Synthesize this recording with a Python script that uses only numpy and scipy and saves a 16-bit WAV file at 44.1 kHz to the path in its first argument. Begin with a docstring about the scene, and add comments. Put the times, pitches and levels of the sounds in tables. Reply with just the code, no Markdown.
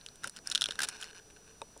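"""A hairy animal presses against a camera's plastic housing, right at the microphone inside.
The contact rubs, sticks and lets go in sharp snaps, with brief scrapes and three squeaks,
then creaks and dies away. One dull knock falls among the snaps and two more near the end.
All of it comes straight through the housing, with no sound of the space around it.
Underneath lie a quiet rumble, a wavering hum, hiss and the thin whine of the electronics."""
import sys
import numpy as np
from scipy import signal
from scipy.fft import rfft, irfft
from scipy.io import wavfile

SR = 44100
rng = np.random.default_rng(int(sys.argv[2]) if len(sys.argv) > 2 else 0)


def put_to_file(sound):
    """Save the sound as 16-bit audio at rate SR, in the file named by the first command-line argument."""
    columns = np.atleast_2d(sound).T  # one column per channel
    safe = np.clip(columns, -1, 1)
    whole_steps = np.round(safe * 32767)
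    wavfile.write(sys.argv[1], SR, whole_steps.astype(np.int16))


N = 79380

# spectrum of the rumble and hiss at the microphone (frequency [Hz], relative density [dB])
FLOOR_SPECTRUM = [(25, 1), (70, -3), (170, -5.5), (320, -12.5), (650, -14), (1400, -17), (2100, -23.5),
                  (3000, -22.5), (5500, -18.5), (7300, -22), (9000, -17.5), (10800, -21), (12000, -36),
                  (14000, -26), (16000, -43)]
# the hum underneath (time [s], level [dB])
HUM_LEVELS = [(0, -73), (.12, -65), (.25, -98), (.8, -65.5), (.97, -67.5), (1.37, -65), (1.55, -70),
              (1.8, -105)]
# hair rubbing on the housing (time [s], level [dB])
RUB_LEVELS = [(0, -65.5), (.215, -69), (.25, -44.5), (.282, -59), (.31, -73), (.355, -59), (.38, -51.5),
              (.41, -95), (.46, -52), (.72, -53.5), (.775, -59), (.815, -43), (.84, -42.5), (.854, -40),
              (.862, -59), (.895, -44.5), (.93, -72), (.98, -60.5), (1.012, -48), (1.05, -73), (1.25, -69),
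              (1.8, -69.5)]
# resonances of the wall where it is pressed (frequency [Hz], width [Hz], gain before tilt [dB])
WALL_MODES = [(342, 260, -17), (878, 370, -9), (1575, 198, -0.5), (2605, 460, -8), (3000, 160, -9),
              (3600, 380, -11), (4280, 120, -8), (5120, 620, -14), (5890, 320, -11.5), (6910, 320, -20),
              (8180, 820, -23), (9750, 740, -22), (13400, 2300, -43)]
# releases of the contact (time [s], hollow level [dB], shell level [dB], edge level [dB], shell pitch [Hz])
SNAP_EVENTS = [(0.012, -63.5, -51.5, -81, 3950), (0.0629, -55.5, -41, -48.5, 3000),
               (0.0867, -57.5, -45.5, -60, 4100), (0.157, -83, -61, -54, 3700),
               (0.2353, -44, -48, -53, 3530), (0.2425, -36, -48, -44.5, 4600),
               (0.2735, -45, -47, -38, 3200), (0.296, -55.5, -51, -42.5, 4540),
               (0.3635, -60, -48, -50, 3230), (0.3695, -51, -48, -48.5, 4600),
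               (0.3885, -52, -50, -59, 4560), (0.4727, -43.5, -35.5, -36, 4860),
               (0.4999, -55, -40.5, -38.5, 5400), (0.514, -46, -35, -41, 3570),
               (0.5168, -41.5, -30, -38.5, 3700), (0.5229, -42, -37, -39, 4000),
               (0.5497, -41, -23.5, -31.5, 3640), (0.5558, -36, -21.5, -36, 3700),
               (0.5608, -49, -44, -45, 3650), (0.5769, -42.5, -31.5, -42, 3870),
               (0.611, -57, -27, -35, 3620), (0.619, -33.5, -23.5, -32.5, 3400),
               (0.6268, -43.5, -32.5, -44, 4050), (0.64, -45, -26, -35.5, 3320),
               (0.6582, -39, -29, -39, 3300), (0.667, -49, -38, -60, 3950),
               (0.6872, -49, -36.5, -45.5, 2750), (0.7082, -41.5, -32, -46, 3680),
               (0.7112, -48, -39.5, -50, 3800), (0.7207, -45, -43, -49, 3570),
               (0.7557, -50.5, -47.5, -53, 3770), (0.7903, -34.5, -40, -50, 3200),
               (0.8041, -32, -47, -42, 3650), (0.819, -40, -41, -34, 3800), (0.8313, -44, -37, -44, 4100),
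               (0.834, -34.5, -55, -36, 4740), (0.8387, -60, -40, -35.5, 4150),
               (0.8877, -43.5, -39, -32.5, 5860), (0.8918, -45.5, -48, -46, 3650),
               (0.8976, -60, -52, -48, 5400), (1.0135, -49, -49, -43.5, 4260),
               (1.0256, -41.5, -40, -58, 2810), (1.0315, -47, -42, -60, 2750),
               (1.0423, -45, -45.5, -49, 4670), (1.7761, -78, -70, -52, 3630)]
# the housing's four groups of resonances, low to high (frequency [Hz], width [Hz], relative gain [dB])
HOLLOW_MODES = [(500, 450, -26), (880, 250, -21), (1480, 260, 0), (1950, 380, -11)]
SHELL_MODES = [(2500, 380, -19), (2850, 380, -10), (3380, 420, -3), (3810, 350, 0), (4400, 380, -13)]
RIM_MODES = [(4980, 230, 3), (5360, 960, 4.5), (5800, 200, 0.5)]
EDGE_MODES = [(7145, 850, 8.5), (7440, 900, 9), (8590, 260, 6.5), (9340, 430, 7.5), (10330, 620, 0.5),
              (12550, 2600, -11.5)]
# rumble of the housing shifting in its mount (time [s], level [dB])
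SHIFT_LEVELS = [(.2, -70), (.27, -49.5), (.32, -86), (.38, -60.5), (.43, -65.5), (.55, -60), (.76, -65.5),
                (.82, -53), (.9, -65), (.97, -67.5)]
# skids of the contact (time [s], length [s], level [dB])
SCRAPE_EVENTS = [(.2405, 0.0039, -37.5), (0.276, 0.0064, -46), (0.7904, 0.0047, -33), (0.8028, 0.0041, -35),
                 (.8085, 0.0038, -49), (0.8157, 0.0101, -36), (0.8315, 0.00565, -29), (.84, 0.0125, -36.5),
                 (0.869, 0.014, -53), (0.8862, 0.0031, -35.5), (1.027, 0.00223, -41),
                 (1.032, 0.0034, -45.5)]
# broad resonances that a skid rattles (frequency [Hz], width [Hz], relative gain [dB])
RATTLE_MODES = [(950, 700, -7), (3500, 2200, 0), (6000, 2200, -3), (9500, 2200, -2)]
# squeaks of the hollow (time [s], pitch [Hz], length [s], peak level [dB])
SQUEAK_EVENTS = [(0.242, 1476, 0.0062, -24.5), (0.7896, 1595, 0.0095, -27), (.8048, 1620, .0075, -33)]
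# blunt bumps (time [s], level [dB], cut-off of the blow [Hz], ring time [share of the modes' t60])
KNOCK_EVENTS = [(0.688, -21, 716, 0.48), (1.617, -28, 9100, 1), (1.7640, -33, 790, 0.79)]
# resonances that a bump rings (frequency [Hz], relative gain [dB], t60 [s])
BUMP_MODES = [(324, -25, 0.072), (447, -12.5, 0.066), (568, -8.5, 0.045), (642, -9.5, 0.034),
              (915, -2, 0.031), (1093, -1, 0.013), (2530, -8.5, 0.015), (3740, -6, 0.014),
              (5200, -7.5, 0.0054), (8550, -0.5, 0.0053)]
# runs of stick-slip on the wall (time [s], length [s], tick rate [Hz], level [dB])
CREAK_RUNS = [(0.912, 0.056, 230, -50), (0.977, 0.043, 200.2, -57), (1.02, 0.036, 191.6, -51.5),
              (1.0602, 0.054, 160.2, -54), (1.1297, 0.0048, 150, -56), (1.147, 0.053, 175.5, -54.5),
              (1.301, 0.0074, 180.5, -58.5), (1.363, 0.0081, 195.5, -56), (1.468, 0.042, 129, -62.5)]


def undb(db):
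    """Decibels to gain."""
    return 10 ** (np.asarray(db) / 20)


def unit(x):
    """Scale to rms 1."""
    return x / np.sqrt(np.mean(x ** 2))


def with_energy(x, db, seconds):
    """Scale a burst to the energy of a level db held for this many seconds."""
    return x * undb(db) * np.sqrt(seconds * SR / np.sum(x ** 2))


def envelope(rows):
    """Gain over time from (time [s], level [dB]) points joined by straight lines."""
    times, db = np.array(rows).T
    return undb(np.interp(np.arange(N) / SR, times, db))


def add(out, start, x):
    """Mix a short sound in at start seconds."""
    i = max(int(start * SR), 0)
    out[i:i + len(x)] += x[:max(N - i, 0)]


def resonate(x, hz, width_hz):
    """Steep resonance: two band-passes in a row, gain 1 at the centre."""
    b, a = signal.iirpeak(min(hz, .45 * SR), hz / (width_hz * np.pi / 2), fs=SR)
    return signal.lfilter(b, a, signal.lfilter(b, a, x))


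def ring(force, modes):
    """A force rings one group of the housing's resonances; neighbours swing in opposite senses."""
    return sum((-1) ** k * undb(db) * resonate(force, hz, width)
               for k, (hz, width, db) in enumerate(modes))


def wall(force, db_per_octave):
    """A rubbing force rings the wall, tilted towards the treble: faster rubbing is brighter."""
    lowest_hz = WALL_MODES[0][0]
    tilted = [(hz, width, db + db_per_octave * np.log2(hz / lowest_hz)) for hz, width, db in WALL_MODES]
    return ring(force, tilted)


def background():
    """The bed under the animal: low rumble and hiss, a wavering hum and a steady electronic whine."""
    floor_db, whine_hz, whine_db = -61.5, 5880, -64
    hz, db = np.array(FLOOR_SPECTRUM).T
    freqs = np.maximum(np.arange(N // 2 + 1) * SR / N, 1)
    spectrum = undb(np.interp(np.log(freqs), np.log(hz), db))
    floor = unit(irfft(rfft(rng.standard_normal(N)) * spectrum, N))
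    hum = unit(resonate(rng.standard_normal(N), hz=434.2, width_hz=27))
    whine = unit(np.sin(2 * np.pi * whine_hz * np.arange(N) / SR))
    return undb(floor_db) * floor + envelope(HUM_LEVELS) * hum + undb(whine_db) * whine


def rub():
    """Hairs catch on the plastic in dense little grains, right by the microphone."""
    grains_per_s, spread_db = 3500, 3
    catches = (rng.random(N) < grains_per_s / SR) * rng.choice([-1, 1], N)
    strength = undb(spread_db * np.minimum(rng.exponential(size=N), np.pi))
    return unit(wall(catches * strength, db_per_octave=2.5)) * envelope(RUB_LEVELS)


def snaps():
    """Each release is a sharp pulse with a crack and chatter; the slide after it rings the bright edge."""
    crack_s, crack_db, chatter_s, chatter_db = .0007, -20, .0035, -29
    slide_s, slide_db = .00032, -20
    shell_hz, damping_per_octave = 3650, 4.5
    out, t = np.zeros(N), np.arange(SR // 25) / SR
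    trail = undb(crack_db) * np.exp(-t / crack_s) + undb(chatter_db) * np.exp(-t / chatter_s)
    for start, hollow_db, shell_db, edge_db, spot_hz in SNAP_EVENTS:
        crack, grit = rng.standard_normal((2, len(t)))
        force = (t == 0) + trail * crack
        slide = force + undb(slide_db) * np.exp(-t / slide_s) * grit
        rim_db = (shell_db + edge_db) / 2 - 2.5
        # spots that sound above or below the shell's own pitch are more damped
        damping = 1 + damping_per_octave * abs(np.log2(spot_hz / shell_hz))
        spot_modes = [(hz * spot_hz / shell_hz, width * damping, db) for hz, width, db in SHELL_MODES]
        for push, db, modes in ((force, hollow_db, HOLLOW_MODES), (force, shell_db, spot_modes),
                                (force, rim_db, RIM_MODES), (slide, edge_db, EDGE_MODES)):
            add(out, start, with_energy(ring(push, modes), db, seconds=.0034))
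    return out


def shift():
    """The firmer pushes move the whole housing around the microphone with a faint low rumble."""
    return unit(resonate(rng.standard_normal(N), hz=230, width_hz=344)) * envelope(SHIFT_LEVELS)


def scrapes():
    """The contact breaks loose and skids for a few milliseconds, rattling the whole housing."""
    out, span = np.zeros(N), SR // 25
    for start, length, db in SCRAPE_EVENTS:
        n = int(length * SR)
        contact = np.pad(signal.windows.tukey(n, alpha=.23), (0, span - n))
        rattle = ring(contact * rng.laplace(size=span), RATTLE_MODES)
        add(out, start, with_energy(rattle, db, seconds=n / SR))
    return out


def squeaks():
    """For a few milliseconds the slip locks to the hollow's pitch, sagging a little."""
    sag_hz_per_s, skew = 9100, .99  # a skew under 1 swells faster than it fades
    out = np.zeros(N)
    for start, hz, length, db in SQUEAK_EVENTS:
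        t = np.arange(int(length * SR)) / SR
        pitch = hz - sag_hz_per_s * (t - length / 2)
        swell = np.sin(np.pi * (t / length) ** skew)
        add(out, start, undb(db) * swell * np.sin(2 * np.pi * np.cumsum(pitch) / SR))
    return out


def knocks():
    """Blunt bumps ring modes that swell over a cycle or so; softer bumps reach fewer and damp them."""
    rise_cycles = .87
    out, t = np.zeros(N), np.arange(SR // 8) / SR
    for start, db, cutoff_hz, ring_share in KNOCK_EVENTS:
        for hz, mode_db, t60 in BUMP_MODES:
            gain = undb(db + mode_db) / (1 + (hz / cutoff_hz) ** 4)
            rise = 1 - np.exp(-t * hz / rise_cycles)
            decay = undb(-60 * t / (t60 * ring_share))
            add(out, start, gain * rise * decay * np.sin(2 * np.pi * hz * t))
    return out


def creaks():
    """Short runs of nearly regular stick-slip: each tick is one gritty slip of about the same strength."""
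    slip_s, slip_db, jitter, scatter_db = .0026, -13, .07, 1
    out, t = np.zeros(N), np.arange(SR // 50) / SR
    slip = undb(slip_db) * np.clip(1 - t / slip_s, 0, 1) ** .5
    for start, length, rate, db in CREAK_RUNS:
        elapsed = 0
        for stretch, size, *grit in rng.standard_normal((20, len(t) + 2)):  # up to 20 ticks a run
            if elapsed < length:
                tick = wall((t == 0) + slip * grit, db_per_octave=1.8)
                add(out, start + elapsed, with_energy(tick, db + scatter_db * size, seconds=1 / rate))
                elapsed += np.exp(jitter * stretch) / rate
    return out


def scene():
    """One microphone at contact distance: the animal's sounds reach it straight through the housing."""
    return (snaps() + squeaks() + scrapes() + rub() + creaks() + knocks() + shift() + background())[None]


def record(dry):
    """The sound has a narrow notch near 12 kHz and is cut off above 16 kHz."""
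    notch_hz, top_hz = 11860, 16000
    notched = signal.lfilter(*signal.iirnotch(notch_hz, Q=10.2, fs=SR), dry)
    return signal.sosfilt(signal.ellip(8, .2, 70, top_hz, fs=SR, output="sos"), notched)


dry = scene()
out = record(dry)
put_to_file(out)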